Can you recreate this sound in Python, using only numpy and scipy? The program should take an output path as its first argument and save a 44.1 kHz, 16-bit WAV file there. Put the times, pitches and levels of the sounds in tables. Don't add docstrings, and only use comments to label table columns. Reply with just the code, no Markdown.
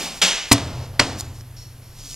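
import sys
import numpy as np
from scipy import signal
from scipy.fft import rfft, irfft, next_fast_len
from scipy.io import wavfile
from scipy.ndimage import uniform_filter1d

SR = 44100
rng = np.random.default_rng(int(sys.argv[2]) if len(sys.argv) > 2 else 0)


def attenuation_scalar(level_db):
    decades = np.asarray(level_db, float) / 20
    return 10 ** decades


def inscribe(sig):
    pcm = np.round(np.clip(np.atleast_2d(sig).T, -1, 1) * 32767)
    wavfile.write(sys.argv[1], SR, pcm.astype(np.int16))


N = 94815
T = np.arange(N) / SR


def unit(x):
    return x / np.sqrt(np.mean(x ** 2) + 1e-20)


def along(points, hz):
    f, value = np.transpose(points)
    return np.interp(np.log(hz + 1), np.log(f + 1), value)


def filtered(x, response):
    size = next_fast_len(x.shape[-1] + 4096)
    spectrum = rfft(x, size) * response(np.fft.rfftfreq(size, 1 / SR))
    return irfft(spectrum, size)[..., :x.shape[-1]]


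def grains(points, spiky_db, tilt_db=0, size=N):
    unevenness = unit(uniform_filter1d(rng.standard_normal(size), size=20))
    clicks = rng.standard_normal(size) * attenuation_scalar(spiky_db * unevenness)
    return unit(filtered(clicks, lambda hz: attenuation_scalar(along(points, hz) + tilt_db * np.log2((hz + 50) / 3000))))


def diffuse(pair, alike):
    def mid_side_gain(hz):
        turn = np.arccos(np.clip(along(alike, hz), -1, 1)) / 2
        return np.array([np.cos(turn), np.sin(turn)])

    mid, side = filtered(pair, mid_side_gain)
    return np.array([mid + side, mid - side])


def gate(s, length, rise, fall):
    return np.clip((T - s) / rise, 0, 1) * np.exp(-np.clip(T - s - length, 0, None) / fall)


def ring(modes, s, rise):
    t = np.clip(T - s, 0, None)
    swinging = sum(attenuation_scalar(db - 60 * t / t60) * np.cos(2 * np.pi * hz * t) for hz, db, t60 in modes)
    return swinging * (1 - np.exp(-t / rise))


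def tail(early_db=-60):
    # (frequency [Hz], t60 [s])
    decay = [(100, 1), (400, 0.72), (1500, 0.79), (4000, 0.67), (9000, 0.59), (15000, 0.27)]
    # (frequency [Hz], likeness [0-1])
    likeness = [(2000, 1), (6000, 1), (15000, .9)]
    early_t60_s, wall_s = 0.11, 0.0023
    hz, t, z = signal.stft(rng.standard_normal((2, SR)), SR, nperseg=256)
    fade = attenuation_scalar(-60 * t / along(decay, hz)[:, None]) + attenuation_scalar(early_db - 60 * t / early_t60_s)
    out = diffuse(signal.istft(z * fade, SR, nperseg=256)[1], likeness)
    out = out * np.clip(np.arange(out.shape[1]) / SR / wall_s - 1, 0, 1)
    return out / np.linalg.norm(out[0])


def room(x):
    return signal.fftconvolve(x[None], tail(), axes=1)[:, :N]


def hum():
    # (frequency [Hz], density [dB per Hz])
    hiss = [(120, -23.5), (200, 0.5), (659, -7.5), (735, -8), (1100, -10), (1480, -11.5), (4680, -15),
            (11500, -19.5), (16000, -22)]
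    # (frequency [Hz], density [dB per Hz])
    rumble = [(15, -5.5), (30, 4.5), (55, -3.5), (80, -7), (170, -8.5), (200, -64)]
    # (frequency [Hz], likeness [0-1])
    likeness = [(1400, 1), (3100, 1), (6800, 0.93), (15000, 0.44)]
    hiss_db, whine_db, rumble_db = -52.5 + 1.15, -56.5, -46
    whine_hz, whine_wide_hz = 11440, 1110

    def around(colour):
        return unit(diffuse(filtered(rng.standard_normal((2, N)), colour), likeness))

    out = attenuation_scalar(hiss_db) * around(lambda f: attenuation_scalar(along(hiss, f)))
    out = out + attenuation_scalar(whine_db) * around(lambda f: np.exp(-((f - whine_hz) / whine_wide_hz) ** 2))
    return out + attenuation_scalar(rumble_db) * around(lambda f: attenuation_scalar(along(rumble, f)))


def flaps():
    # (time [s], length [s], level [dB], room level [dB])
    bursts = [
        (-.02, 0.072, -28, -32),
        (.2145, .027, -11.5, -17.5),
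    ]
    # (frequency [Hz], density [dB per Hz])
    colours = [
        [(94, -48), (160, 0), (528, -7), (733, -3.5), (1710, -10.5), (2420, -4.5), (5440, -5.5), (16000, -22.5)],
        [(94, -52), (160, -19), (762, -7), (1230, -11), (2990, -0.5), (4400, -5), (6350, -5), (13700, -26),
         (16000, -34.5)],
    ]
    out = 0
    for (s, length, db, wet_db), colour in zip(bursts, colours):
        answer = filtered(tail(), lambda hz: attenuation_scalar(along(colour, hz)))
        answer = answer / np.std(answer[:, :4096])
        start = round((s + length) * SR)
        wet = np.pad(answer, ((0, 0), (start, N)))[:, :N]
        puff = gate(s, length, .005, 0.0065) * grains(colour, spiky_db=0.8)
        out = out + attenuation_scalar(db) * puff + attenuation_scalar(wet_db) * wet
    return out


def sliding():
    # (time of full pressure [s], rise [s], hold [s], level [dB], brightness [dB per octave])
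    strokes = [
        (0.152, 0.033, 0.043, -41.5, 6.5),
        (.49, .015, 0.019, -39.5, 3),
        (0.72, 0.076, 0.13, -40, -6),
        (0.943, 0.049, 0.043, -44.5, -7.5),
        (1.193, 0.01, 0.016, -31.5, 7),
        (1.348, 0.013, 0.065, -51.5, 4),
        (1.997, 0.042, 0.053, -44.5, 1),
        (2.057, 0.014, 0.021, -40, 2.5),
        (2.092, 0.0096, .08, -38, 3.5),
    ]
    # (time [s], peak [dB], frequency [Hz])
    snaps = [
        (1.2, -18, 5140),
        (1.2086, -13.5, 7200),
        (1.4096, -30, 5400),
        (2.0494, -36, 5460),
        (2.1434, -26, 5570),
    ]
    # (frequency [Hz], density [dB per Hz])
    friction = [(240, -30), (400, -12.5), (719, -8.5), (921, -10.5), (1960, -13.5), (2360, -10.5),
                (5600, -2.5), (16000, -24.5)]
    fall_over_rise, wet_db, snap_t60_s = 0.52, -17, 0.0071
    dry, rub = 0, grains(friction, spiky_db=-1, tilt_db=1.5)
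    for s, rise, hold, db, tilt_db in strokes:
        swell = np.clip((T - s) / rise, None, 0)
        release = np.clip((T - s - hold) / (fall_over_rise * rise), 0, None)
        dry = dry + attenuation_scalar(db) * np.exp(swell - release) * grains(friction, spiky_db=2.5, tilt_db=tilt_db)
    for s, db, hz in snaps:
        t = np.clip(T - s, 0, 1)
        fade = attenuation_scalar(db - 3 - 60 * t / snap_t60_s) * (t > 0)
        dry = dry + fade * (0.96 * np.sin(2 * np.pi * hz * t) + 0.67 * rub)
    return dry + attenuation_scalar(wet_db) * room(dry)


def thuds():
    # (time [s], frequency [Hz], level [dB], t60 [s])
    presses = [
        (0.226, 182, -18.5, 0.19),
        (.63, 84.5, -27, 0.55),
        (0.744, 126.7, -26, 0.55),
        (.77, 74, -33, 0.68),
        (1.11, 83.6, -28, 0.71),
        (2.029, 277, -46, 0.47),
    ]
    return sum(ring([(hz, db, t60)], s, 0.013) for s, hz, db, t60 in presses)


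def knocks():
    times = [
        .5133,
        .9935,
    ]
    # (table top [dB], cabinet [dB], room [dB])
    strengths = [
        (-0.5, -22, -21.5),
        (-13.5, -29, -22),
    ]
    # (time [s], level [dB], t60 [s], brightness [dB per octave])
    contacts = [
        (0.5166, -1, 0.024, -0.5),
        (0.5186, 1.5, 0.022, 0),
        (.5245, -5.5, 0.023, 18),
        (0.5273, -1.5, 0.029, 8),
        (0.53, -15, 0.11, -2),
        (0.579, -19, .03, -3),
        (0.996, -1.5, 0.031, 1.5),
        (0.9993, -1.5, 0.016, 2.5),
        (1.0049, -18, 0.14, 0),
        (1.014, -21, 0.11, -5),
    ]
    # (frequency [Hz], density [dB per Hz])
    colours = [
        [(280, -42), (480, -11), (985, -2), (1510, -10), (2310, -1.5), (3640, -5), (5170, -3), (10600, -12.5),
         (16000, -34)],
        [(240, -13), (400, -11), (687, -2), (3120, -1), (3580, -11), (4440, -3), (8110, -17.5), (12100, -32),
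         (16000, -34)],
    ]
    # (frequency [Hz], level [dB], t60 [s])
    table_top = [(251.3, 5.5, 0.054), (280.5, -7.5, .22), (116.3, -5, 0.19), (92.3, -10, 0.19),
                 (177, -23, 0.062), (669, -17, 0.21), (906, -8.5, 0.073), (1110, -9, .05),
                 (502, -21, 0.073)]
    # (frequency [Hz], level [dB], t60 [s])
    cabinet = [(122.5, -9, 5), (130.2, -10, 1), (115.2, -12.5, 1.5), (97.5, -9, 4.2), (87.5, -7.5, 2.47),
               (80.7, -4.5, 0.95), (66.7, -12, 1.6), (155, -12, 2.1), (226, -18.5, 2.3), (196, -34, 0.81),
               (58.7, -16, 3)]
    # (frequency [Hz], density [dB per Hz])
    answer_colour = [(100, -40), (170, -5), (279, -0.5), (423, -7.5), (694, -6), (1570, -15.5),
                     (5020, -14.5), (8870, -23.5), (16000, -50)]
    out, t = np.zeros((2, N + 2 * SR)), np.arange(8192) / SR
    # -15 dB, t60 0.11 s
    corners = [(s, -15, 0.11, -1.5) for s in times]
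    for s, db, t60, tilt_db in contacts + corners:
        colour = colours[np.argmin(np.abs(s - np.array(times)))]
        smack = np.clip(t / 0.0005, 0, 1) * grains(colour, spiky_db=0.5, tilt_db=tilt_db, size=8192)
        out[:, round(s * SR):][:, :len(t)] += attenuation_scalar(db - 60 * t / t60) * smack
    for s, (top_db, boom_db, wet_db) in zip(times, strengths):
        answer = filtered(tail(early_db=1.5), lambda hz: attenuation_scalar(along(answer_colour, hz)))
        answer = answer / np.std(answer[:, :4096])
        out[:, round(s * SR):][:, :answer.shape[1]] += attenuation_scalar(wet_db) * answer
        out[:, :N] += attenuation_scalar(top_db) * ring(table_top, s, rise=0.0052)
        out[:, :N] += attenuation_scalar(boom_db) * ring(cabinet, s, rise=0.03)
    return out[:, :N]


def squeaks():
    # (time [s], length [s], level [dB])
    calls = [
        (1.563, 0.062, -46),
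        (1.817, 0.1, -58),
    ]
    # (frequency [Hz], width [Hz], level [dB])
    resonances = [(3070, 900, -15), (4470, 380, 2), (5450, 310, 8), (6030, 1100, -22)]
    wet_db = -6.5

    def body(f):
        return sum(attenuation_scalar(db) * 1j * f * w / (c * c - f * f + 1j * f * w) for c, w, db in resonances)

    loudness = sum(attenuation_scalar(db) * gate(s, length, 0.0037, 0.039) for s, length, db in calls)
    dry = unit(filtered(rng.standard_normal(N), body)) * loudness
    return dry + attenuation_scalar(wet_db) * room(dry)


def scene():
    # (frequency [Hz], level [dB])
    microphone = [(20, 0.5), (60, 0), (14500, 0.5), (17000, -10)]
    lag_s = np.array([[1], [0]]) / SR
    mix = hum() + flaps() + sliding() + thuds() + knocks() + squeaks()
    return filtered(mix, lambda f: attenuation_scalar(along(microphone, f)) * np.exp(-2j * np.pi * f * lag_s))


def low_pass(x):
    return signal.sosfilt(signal.butter(12, 16180, fs=SR, output="sos"), x)


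def record(dry):
    duck_over_db, duck_share, duck_back_s = -24, 0.13, 0.26
    power = np.abs(uniform_filter1d(np.mean(dry ** 2, 0), size=441))
    level_db = 10 * np.log10(power + 1e-12)
    cut_db = duck_share * np.clip(level_db - duck_over_db, 0, None)
    slope = T / duck_back_s
    held_db = np.exp(np.maximum.accumulate(np.log(cut_db + 1e-6) + slope) - slope)
    late_db = np.pad(uniform_filter1d(held_db, size=441), (441, 0))[:N]
    mix = np.clip(dry * attenuation_scalar(-late_db), -.99, .99)
    return low_pass(mix)


dry = scene()
out = record(dry)
inscribe(out)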